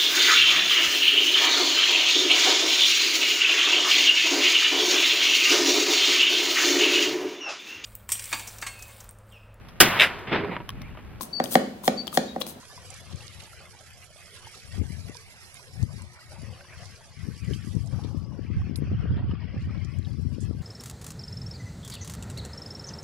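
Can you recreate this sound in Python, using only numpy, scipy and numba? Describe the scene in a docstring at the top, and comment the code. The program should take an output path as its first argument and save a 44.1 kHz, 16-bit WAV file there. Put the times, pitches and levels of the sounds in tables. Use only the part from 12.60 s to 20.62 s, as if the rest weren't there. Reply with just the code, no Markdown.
"""Water runs and splashes out of sight in a grassy park, heard on a slowly turning phone.
From the start, bubbles and spray hiss over a far machine's faint hum; drops plop, leaves and twigs
tick close by, and gusts buffet each microphone port on its own. The turn shades and notches the
treble. Near 4.6 s the machine's whine comes up and a breeze settles on the left port; a bird whistles
once at 4.8 s. Near 6.5 s the strongest gust sweeps the foliage, and the wind thumps on to the end."""
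import sys
import numpy as np
from scipy import signal
from scipy.fft import rfft, irfft, next_fast_len
from scipy.io import wavfile
from scipy.ndimage import uniform_filter1d
from numba import njit

SR = 44100
rng = np.random.default_rng(int(sys.argv[2]) if len(sys.argv) > 2 else 0)


def dump_mix(stems):
    """Bounce the given channels to the path in sys.argv[1] as a 16-bit WAV at rate SR."""
    frames = np.atleast_2d(stems).T  # one column per channel
    limited = np.clip(frames, -1, 1)  # hard clip at full scale
    pcm = np.round(limited * 32767).astype(np.int16)
    wavfile.write(sys.argv[1], SR, pcm)


N = 353682
T = np.arange(N) / SR

# EQ of the water at each port, the left narrow and dull: (frequency [Hz], level [dB per Hz])
WATER_EQ_LEFT = [(250, -99), (360, -97), (550, -90), (800, -98), (1100, -94.5), (1500, -98.5),
                 (2000, -95.5), (2700, -96.5), (3300, -90), (3850, -102), (4500, -87.5), (5400, -83),
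                 (7200, -88.5)]
WATER_EQ_RIGHT = [(90, -95.5), (280, -99), (360, -92.5), (520, -93), (720, -92), (1000, -99), (1400, -94.5),
                  (2000, -96), (3100, -98.5), (4000, -94), (5200, -90), (7200, -94.5), (11500, -94.5)]
# faders on the water's body as the phone turns: (time [s], babble gain [dB], splash gain [dB])
WATER_BODY = [(0, 11.5, 7.5), (.75, 8, 8.5), (1.4, 6.5, 6.5), (1.9, 6.5, 9.5), (2.3, 8, 9.5),
              (2.9, 6.5, 7.5), (3.45, 9.5, 5), (4.2, 10.5, 8.5), (4.42, 9.5, 4.5), (4.95, -3.5, 9.5),
              (5.15, 5, -0.5), (5.45, 15, 0), (5.63, 11.5, -6.5), (5.92, 8.5, 8.5), (6.3, 6, 6.5),
              (6.58, 13, 8.5), (7.2, 6.5, 8), (7.62, 2.5, 0), (8, 6.5, 0.5)]
# treble at each port, shaded as the phone turns: (time [s], gain [dB])
SHADE_LEFT = [(0, 5.5), (.5, 4.5), (1, -3), (1.42, -11), (1.9, 4), (3, 0.5), (3.8, 3.5), (5, 3), (6, -1.5),
              (8, 0.5)]
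SHADE_RIGHT = [(0, 2.5), (1.3, -0.5), (2, 1.5), (3.4, -0.5), (4.2, -5), (5.15, 0), (5.65, -14), (6, -19.5),
               (6.75, -32), (7.05, -23), (7.45, -10.5), (8, -8.5)]
# filter sweep on the turning left port: (time [s], notch [Hz], notch gain [dB], upper edge [Hz])
LEFT_SWEEP = [(0, 3760, -11, 6960), (.45, 3900, 0, 6360), (.9, 4100, -5, 5550), (1.4, 3880, -2, 5600),
              (2.3, 3760, -15, 5570), (2.7, 3450, -24, 5640), (3.5, 3330, -27, 5600), (3.9, 3450, -5, 5860),
              (5.6, 3800, -10, 5880), (6.3, 3640, -10, 5850), (6.6, 3950, 0, 4830), (7.1, 3600, -7, 5600)]
# how much later the water reaches the left port than the right: (time [s], lag [ms])
LEFT_LAG = [(0, .09), (.7, -.02), (1.7, -.045), (2.9, -.16), (3.45, -.175), (3.85, -.02), (4.2, .02),
            (6.5, 0)]
# fader on the far machine's whine: (time [s], level [dB])
WHINE_FADER = [(0, -87), (3.8, -81), (4.6, -68), (5.6, -68), (8, -76)]
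# gusts that reach a port: (time [s], hold [s], pressure [dB], port [0 left, 1 right])
GUST_CUES = [(0.18, 0.8, -47.5, 0), (0.527, 0.017, -36.5, 0), (2.175, 0.04, -27, 0), (2.264, 0.2, -32.5, 0),
             (3.235, 0.0054, -28.5, 0), (3.307, 0.11, -33, 0), (3.781, 0.14, -36, 0), (4.159, 0.17, -42, 0),
             (4.636, 0.11, -32, 0), (4.891, 0.026, -22, 0), (5.16, 0.018, -24, 0), (5.932, 0.66, -33.5, 0),
             (7.44, 0.61, -31, 0), (1.84, 0.017, -54, 1), (2.206, .03, -50, 1), (5.993, 0.02, -24.5, 1),
             (6.319, 0.016, -21, 1), (6.493, 0.12, -25, 1), (6.677, 0.03, -30, 1), (6.973, 0.14, -32.5, 1),
             (7.953, 0.084, -38, 1)]
# EQ of slow eddies and of a hard gust's flutter: (frequency [Hz], gain [dB])
RUMBLE_EQ = [(20, -42.5), (42, -19.5), (60, -6), (85, 1.5), (115, -2), (160, -9), (230, -18), (330, -50.5),
             (600, -75), (3000, -110)]
FLUTTER_EQ = [(90, -4), (180, 9), (280, 5), (400, -5), (550, -27), (800, -32), (1500, -55), (5000, -100)]
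# the hardest eddies: (time [s], peak [dB], pitch [Hz], port [0 left, 1 right])
EDDY_CUES = [(.549, -21.5, 95, 0), (2.215, -14, 190, 0), (2.305, -21, 151, 0), (2.497, -26.5, 255, 0),
             (3.235, -16, 151, 0), (3.834, -28, 198, 0), (4.688, -17, 165, 0), (4.881, -16, 131, 0),
             (4.893, -21, 171, 0), (4.911, -16.5, 245, 0), (5.074, -18, 148, 0), (5.151, -15.5, 158, 0),
             (5.167, -12.5, 115, 0), (5.448, -18.5, 237, 0), (5.548, -21.5, 262, 0), (5.793, -19, 246, 0),
             (5.903, -16.5, 168, 0), (5.971, -11.5, 95, 1), (6.013, -17, 92, 1), (6.072, -23, 200, 0),
             (6.188, -20, 210, 0), (6.223, -14, 220, 0), (6.237, -14.5, 109, 0), (6.317, -18.5, 280, 0),
             (6.331, -15.5, 110, 0), (6.312, -18, 98.5, 1), (6.335, -11.5, 100, 1), (6.443, -16.5, 143, 0),
             (6.457, -21.5, 320, 0), (6.508, -12.5, 102, 1), (6.52, -13, 114, 0), (6.57, -16.5, 182, 0),
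             (6.609, -27.5, 230, 0), (6.695, -15.5, 161, 0), (6.736, -21, 220, 0), (6.968, -19.5, 155, 1),
             (7.385, -26, 133, 0), (7.472, -21.5, 135, 0), (7.587, -21.5, 159, 0), (7.635, -39, 190, 0),
             (7.669, -15.5, 107, 0), (7.724, -18, 118, 0), (7.784, -20.5, 252, 0), (7.895, -18.5, 167, 0),
             (7.911, -20.5, 245, 0), (7.951, -27, 210, 0)]
# the clearest drops plopping into the water: (time [s], peak [dB], pitch [Hz], decay [cycles])
DROP_CUES = [(.178, -39.5, 987, 6.6), (.226, -42.5, 490, 2), (.607, -41, 2720, 17),
             (.932, -41.5, 1360, 7.7), (1.15, -46.5, 790, 3), (1.207, -44, 616, 3.7),
             (1.504, -48, 624, 5.6), (1.56, -45, 610, 3.8), (1.87, -37, 880, 4.8), (2.144, -46, 720, 4.4),
             (2.552, -41, 960, 5.3), (2.995, -46, 980, 6.4), (3.227, -41, 860, 1.6), (3.59, -44, 1420, 7.9),
             (3.731, -42, 800, 4.5), (4.009, -42, 1540, 6.7), (4.935, -32, 3080, 14),
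             (5.393, -39.5, 814, 7.6), (5.864, -44.5, 2350, 11), (6.018, -39.5, 1110, 4),
             (6.57, -50, 3430, 18), (6.712, -42.5, 2890, 17), (7.015, -46, 4040, 7.1),
             (7.095, -41.5, 1225, 5.8), (7.178, -50, 3830, 8.2), (7.428, -47, 4000, 7),
             (7.449, -41, 3770, 11), (7.456, -43, 3200, 8.3), (7.468, -52, 2910, 7.5)]
# foreground leaf and twig ticks, before the left port dulls them:
# (time [s], peak [dB], pitch [Hz], decay [s], left minus right [dB])
TICK_CUES = [(.303, -24, 7340, 0.004, 4.5), (.341, -30, 6900, .004, 3), (.558, -35.5, 6300, 0.0026, -4),
             (.668, -32, 5650, 0.0042, 2), (.68, -24, 4230, 0.0012, 8), (.836, -40, 6000, .005, -7),
             (2.546, -26, 4770, 0.0048, 10), (2.569, -33, 5140, .0026, -11),
             (2.943, -27.5, 9300, 0.003, -2.5), (3.228, -28, 5600, 0.0028, 3),
             (3.42, -39, 8250, 0.0039, -13), (4.936, -35, 4930, 0.018, 4), (5.152, -37, 7800, 0.0044, 1),
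             (5.273, -34, 5640, 0.0035, 6), (5.438, -28, 3900, 0.017, 23), (6.158, -14, 4230, 0.0027, 30),
             (6.159, -18.5, 10700, 0.014, 18), (7.247, -28.5, 5350, 0.0051, 19),
             (7.387, -38.5, 7000, 0.0026, -2), (7.805, -31.5, 7200, 0.043, 13)]
# flurries of crackle: (time [s], half length [s], level [dB], centre [Hz])
SPATTER_CUES = [(0.35, 0.037, -52, 3540), (0.524, 0.011, -51, 2800), (0.628, 0.0039, -48, 3600),
                (.68, 0.14, -57, 3460), (0.803, 0.0085, -49, 2850), (0.858, 0.011, -52, 3300),
                (1.006, .005, -60, 3180), (1.766, 0.016, -46, 3350), (1.978, 0.042, -51, 4800),
                (4.008, 0.0056, -48, 1910), (4.242, 0.054, -50.5, 5060), (7.022, 0.027, -57.5, 4270),
                (7.467, .04, -63, 4060)]
# a bird's short falling whistle: (time [s], pitch [Hz], level [dB])
WHISTLE = [(4.78, 2850, -75), (4.8, 2630, -61), (4.82, 2490, -53), (4.84, 2380, -54), (4.86, 2230, -58),
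           (4.885, 2180, -80)]

CROSSOVERS_HZ = [1265, 3000, 4300]  # between babble, splash, spray and finest spray
SPRAY_DB, FINEST_DB, SPATTER_DB = [-3, 3.5], [-11, 1.5], [-2.5, 0]  # trims: left, right
CALM_DB, BREEZE_DB = [-54.5, -56], [-28.5, -59]  # wind pressure: left, right


def undb(db):
    """Decibels to gain."""
    return 10 ** (np.asarray(db) / 20)


def unit(x):
    """Scale to rms 1."""
    return x / np.sqrt(np.mean(x ** 2))


def curves(table, at=T):
    """Automation lanes: each column of a table, joined by straight lines in time."""
    s, *columns = np.transpose(table)
    return [np.interp(at, s, column) for column in columns]


def shape(x, gain):
    """Filter by a gain given as a function of frequency."""
    size = next_fast_len(N)
    return irfft(rfft(x, size) * gain(np.fft.rfftfreq(size, 1 / SR) + 1e-3), size)[..., :N]


def eq(x, points):
    """Filter by (frequency [Hz], gain [dB]) points."""
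    hz, db = np.transpose(points)
    return shape(x, lambda f: undb(np.interp(np.log(f), np.log(hz), db)))


def bandpass(x, hz, octaves, slope):
    """A band reaching some octaves either side of hz, at rms 1."""
    return unit(shape(x, lambda f: 1 / (1 + (np.log2(f / hz) / octaves) ** slope)))


def wobble(rate):
    """Random modulation: levels held 1 / rate s and slewed twice, at rms 1."""
    hold = max(int(SR / rate), 2)
    steps = np.repeat(rng.standard_normal(N // hold + 1), hold)
    return unit(uniform_filter1d(uniform_filter1d(steps, hold), hold)[:N])


def between(limits, share):
    """A pitch a share of the way through a range, counted in octaves."""
    return limits[0] * (limits[1] / limits[0]) ** share


def add(out, s, sound):
    """Mix a sound in at time s."""
    i = int(np.clip(s * SR, 0, N - 1))
    out[..., i:i + sound.shape[-1]] += sound[..., :N - i]


@njit
def ring(s, hz, cycles, size, lag, rise):
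    """Bubbles ring as dying sines that rise in pitch and reach the right port lag samples later."""
    out = np.zeros((2, N))
    for k in range(len(s)):
        life = cycles[k] * SR / hz[k]
        step = 2 * np.pi * hz[k] / SR
        tone = size[k] + 0j
        spin = np.exp(1j * step - 1 / life)
        glide = np.exp(1j * step * rise / (4 * life))
        start = int(s[k] * SR)
        for i in range(max(start, 32), min(start + int(5 * life), N - 32)):
            tone, spin = tone * spin, spin * glide
            out[0, i] += tone.imag
            out[1, i + int(lag[k])] += tone.imag
    return out


def bubbles(count, range_hz, cycles, spread_db, rise):
    """A swarm of bubbles of all sizes and directions, white over its range."""
    when, pitch, life, strength, side = rng.random((count, 5)).T
    hz = between(range_hz, pitch)
    scatter_db = spread_db * np.minimum(-np.log(1 - strength), 5)
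    size = hz * undb(scatter_db)  # small bubbles are brief, so peak higher
    lag = np.round(3 * (2 * side - 1))
    return unit(ring(when * T[-1], hz, cycles * (.5 + life), size, lag, rise))


def wash(alike_hz=1700):
    """A noise bed, as of countless merged splashes; long waves are alike at both ports."""
    mid, side = rng.standard_normal((2, N))
    alike = lambda f: 0.74 / (1 + (f / alike_hz) ** 4)
    mid = shape(mid, lambda f: np.sqrt(1 + alike(f)))
    side = shape(side, lambda f: np.sqrt(1 - alike(f)))
    return unit(np.array([mid + side, mid - side]))


def crackle(per_s=500, spread_db=4.0, tail_s=0.0081):
    """Droplets smack on the surface: broad clicks, a few much stronger than the rest."""
    strength, side = rng.random((2, N))
    size = undb(spread_db * np.minimum(-np.log(1 - strength), 4))
    hits = (rng.random(N) < per_s / SR) * rng.choice([-1, 1], N) * size
    panned = hits ** 2 * np.array([side, 1 - side])
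    power = signal.lfilter([1], [1, -np.exp(-2 / (tail_s * SR))], panned)
    return unit(shape(np.sqrt(power) * wash(), lambda f: 1 / (1 + (1200 / f) ** 2)))


def ground_bounce(x, lag_s=0.00396, sway=0.11, send=0.22):
    """The echo off the ground combs the sound and shifts as the hand moves."""
    late = T - lag_s * (1 + sway * wobble(1.583))
    echo = np.array([np.interp(late, T, channel) for channel in x])
    return x + send * shape(echo, lambda f: 1 / (1 + (f / 1500) ** 2))  # grass swallows the treble


def narrowband_flicker(x, patch_hz=150, patch_s=.036):
    """Narrow patches of the hiss swell and sink at random, a little more in the lows."""
    hz, _, spectra = signal.stft(x, SR, nperseg=1024)
    patches = rng.standard_normal(spectra.shape[1:])
    for axis, width in enumerate([patch_hz * 1024 / SR, patch_s * SR / 512]):
        for _ in range(2):
            patches = uniform_filter1d(patches, max(int(width), 2), axis=axis)
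    depth_db = 4.8 + 1 / (1 + (hz[:, None] / 1300) ** 4)
    gain = undb(depth_db * np.minimum(unit(patches), 1.3))
    return unit(signal.istft(spectra * gain)[1][:, :N])


def water(flicker_db=1.4, surge_db=1.1):
    """Wash, gurgle, fizz and spray; the unsteady flow flickers in each band over a common surge."""
    gurgle = bubbles(count=450, range_hz=(389, 1716), cycles=3.7, spread_db=1, rise=0.087)
    fizz = bubbles(count=2600, range_hz=(1506, 5016), cycles=24.4, spread_db=2, rise=0.064)
    spray = bubbles(count=12000, range_hz=(1930, 12020), cycles=4.6, spread_db=-1, rise=0.053)
    bed = 0.94 * wash(alike_hz=3940) + 0.11 * gurgle + 0.35 * fizz + 0.5 * spray + undb(-1) * crackle()
    rest = narrowband_flicker(ground_bounce(bed))
    babble_db, splash_db = curves(WATER_BODY)
    shade_db = np.array(curves(SHADE_LEFT) + curves(SHADE_RIGHT))
    spray_db = np.c_[SPRAY_DB] + np.maximum(shade_db, -12)  # this band bends round the phone
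    finest_db = np.c_[FINEST_DB] + 0.99 * shade_db  # the shortest waves fall into deep shade
    surge, out = surge_db * wobble(30), 0
    for db, edge_hz in zip([babble_db, splash_db, spray_db, finest_db], CROSSOVERS_HZ + [SR]):
        band = shape(rest, lambda f: 1 / (1 + (f / edge_hz) ** 12))
        rest = rest - band
        out = out + band * undb(db + surge + flicker_db * wobble(45))
    return np.sqrt(SR / 2) * np.array([eq(out[0], WATER_EQ_LEFT), eq(out[1], WATER_EQ_RIGHT)])


def turning(x, notch_width_hz=480, db_per_octave=72):
    """The turning phone hears the water later at one port; the left has a moving notch and high cut."""
    hz, s, (left, right) = signal.stft(x, SR, nperseg=512)
    f = hz[:, None] + 1
    centre, depth_db, edge = curves(LEFT_SWEEP, at=s)
    notch_db = depth_db * np.exp(-((f - centre) / notch_width_hz) ** 2)
    cut_db = db_per_octave * np.clip(np.log2(f / edge), 0, .5)
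    lag_s = curves(LEFT_LAG, at=s)[0] / 1000
    left = left * undb(notch_db - cut_db) * np.exp(-2j * np.pi * f * lag_s)
    return signal.istft(np.array([left, right]))[1][:, :N]


def machine(whine_hz=1136, hum_hz=360, hum_db=-72.5, blur=.008):
    """A far whine and a low hum, each blurred over a share of its pitch by the moving air."""
    def tone(hz):
        return unit(shape(rng.standard_normal(N), lambda f: 1 / (1 + ((f / hz - 1) / blur) ** 4)))
    return tone(whine_hz) * undb(curves(WHINE_FADER)[0]) + tone(hum_hz) * undb(hum_db)


def wind_pressure(breeze_from_s=4.55, breeze_fade_s=0.79, attack_s=0.056, release_s=0.047):
    """Pressure in dB at both ports: light air, a lasting breeze, and gusts that rise, hold and fall."""
    breeze = np.clip((T - breeze_from_s) / breeze_fade_s, 0, 1)
    power = undb(CALM_DB)[:, None] ** 2 + (undb(BREEZE_DB)[:, None] * breeze) ** 2
    for s, hold, db, port in GUST_CUES:
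        away = np.maximum(s - T, 0) / attack_s + np.maximum(T - s - hold, 0) / release_s
        power[port] += (undb(db) * np.exp(-np.minimum(away, 20))) ** 2
    return 10 * np.log10(power)


def wind(db, flutter_db, hard_db=-29, growth=1.88, lumpy_db=2.5, puffs_per_s=45, swirl=0.61):
    """Eddies rumble at one port; small fast ones hit as puffs and grow quicker than the gust."""
    rumble = unit(eq(rng.standard_normal(N), RUMBLE_EQ) * undb(lumpy_db * wobble(40)))
    puffs = unit((rng.random(N) < puffs_per_s / SR) * rng.standard_normal(N))
    flutter = unit(eq(puffs + swirl * rng.standard_normal(N), FLUTTER_EQ))
    return rumble * undb(db) + flutter * undb(hard_db + flutter_db + growth * (db - hard_db))


def lesser_eddies(wind_db, count, over_db=6, scatter_db=3.5, range_hz=(102, 185)):
    """Cues for random eddies on the windward left port, riding on the wind's pressure."""
    when, strength, pitch = rng.random((count, 3)).T
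    s = (np.arange(count) + when) / count * T[-1]
    peak_db = np.interp(s, T, wind_db) + over_db + scatter_db * (2 * strength - 1)
    return [(*cue, 0) for cue in zip(s, peak_db, between(range_hz, pitch))]


def buffets(cues, width_cycles=0.41, skew=0.3, onset=0.6, tear_db=-30, tear_hz=345, tear_s=0.021):
    """A passing eddy sucks and pushes at the port for a cycle or two and breaks up in a rough burst."""
    thumps, tearing = np.zeros((2, 2, N))
    t = np.arange(-SR // 20, SR // 20) / SR
    width = width_cycles * np.where(t < 0, onset, 1)  # attack quicker than release
    burst = np.exp(-(t / tear_s) ** 2)
    for (s, db, hz, port), phase in zip(cues, 0.15 * rng.uniform(-1.25, 1, len(cues))):
        turn = 2 * np.pi * (hz * t + phase)
        push = -np.cos(turn + skew * np.sin(turn)) / np.cosh(np.clip(hz * t / width, -50, 50))
        add(thumps[port], s + t[0], undb(db) * push / np.abs(push).max())
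        tear = undb(db + tear_db) * 2 * hz / tear_hz  # fast eddies tear more
        add(tearing[port], s + t[0], tear * burst)
    rough = bandpass(rng.standard_normal((2, N)), tear_hz, octaves=0.56, slope=4)
    # the microphone passes no steady pressure
    return shape(thumps + tearing * rough, lambda f: 1 / (1 + (50 / f) ** 4))


def small_drops(count, base_db=-56.5, range_hz=(469, 1155), ring_s=0.0059):
    """Cues for short dull plops at random moments, rising and sinking with the babble."""
    when, pitch = rng.random((count, 2)).T
    s, hz = when * T[-1], between(range_hz, pitch)
    babble_db, _ = curves(WATER_BODY, at=s)
    return list(zip(s, base_db + babble_db, hz, hz * ring_s))


def drops(cues, rise=0.036):
    """Larger drops trap one ringing bubble each."""
    s, db, hz, cycles = np.array(cues, float).T.copy()
    return ring(s, hz, cycles, undb(db), np.zeros(len(s)), rise)


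def faint_ticks(count, base_db=-41.5, range_hz=(4860, 9500), decay_s=0.0059, pan_db=-4.5):
    """Cues for leaves ticking at random, shaded like the right port's treble."""
    when, pitch = rng.random((count, 2)).T
    s = when * T[-1]
    peak_db = base_db + curves(SHADE_RIGHT, at=s)[0]
    return [(*cue, decay_s, pan_db) for cue in zip(s, peak_db, between(range_hz, pitch))]


def ticks(cues, octaves=0.37):
    """Leaves and twigs crack drily: noise bursts in one broad resonance, dulled by the left port."""
    out, t = np.zeros((2, N)), np.arange(SR // 20) / SR
    f = np.fft.rfftfreq(len(t), 1 / SR) + 1
    for s, db, hz, decay, pan_db in cues:
        noise = rfft(rng.standard_normal((2, len(t))))
        crack = irfft(noise / (1 + (np.log2(f / hz) / octaves) ** 2), len(t)) * np.exp(-t / decay)
        crack /= np.abs(crack).max(axis=1, keepdims=True)
        add(out, s, crack * undb(db + np.array([[pan_db], [-pan_db]]) / 2))
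    return np.array([eq(out[0], [(6000, -24.5), (8500, -27)]), out[1]])


def spatters():
    """Brief flurries of droplet crackle that swell and die away."""
    grains, out = crackle(per_s=1200), 0
    for s, width, db, hz in SPATTER_CUES:
        flurry = bandpass(grains, hz, octaves=0.62, slope=2)
        out = out + flurry * undb(db) * np.exp(-((T - s) / width) ** 2 / 2)
    return out * undb(np.c_[SPATTER_DB])


def bird():
    """One thin whistle from the trees: a falling sine with a slight waver."""
    hz, db = curves(WHISTLE)
    phase = 2 * np.pi * np.cumsum(hz * (1 + 0.0011 * wobble(300))) / SR
    gate = (T > WHISTLE[0][0]) & (T < WHISTLE[-1][0])
    return np.sin(phase) * undb(db) * gate


def foliage(peak_s=6.47, width_s=0.17, db=-55.5, hz=1380):
    """Grass and leaves hiss as the strongest gust passes."""
    hiss = bandpass(wash(), hz, octaves=0.3, slope=4)
    swell = np.exp(-((T - peak_s) / width_s) ** 2 / 2)
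    return hiss * undb(db + 0.63 * wobble(37)) * swell


def scene():
    """The mix: water and small sounds of the park, with wind on both ports."""
    stream = turning(water() + spatters())
    left_db, right_db = wind_pressure()
    gusts = np.array([wind(left_db, flutter_db=-12), wind(right_db, flutter_db=-29)])
    thumps = buffets(EDDY_CUES + lesser_eddies(left_db, count=36))
    cracks = ticks(TICK_CUES + faint_ticks(count=10))
    plops = drops(DROP_CUES + small_drops(count=34))
    return stream + plops + cracks + foliage() + bird() + machine() + gusts + thumps


def record(dry):
    """The phone cuts the top steeply above 11550 Hz."""
    return signal.sosfilt(signal.ellip(8, .2, 80, 11550, fs=SR, output="sos"), dry)


dry = scene()
out = record(dry)
dump_mix(out)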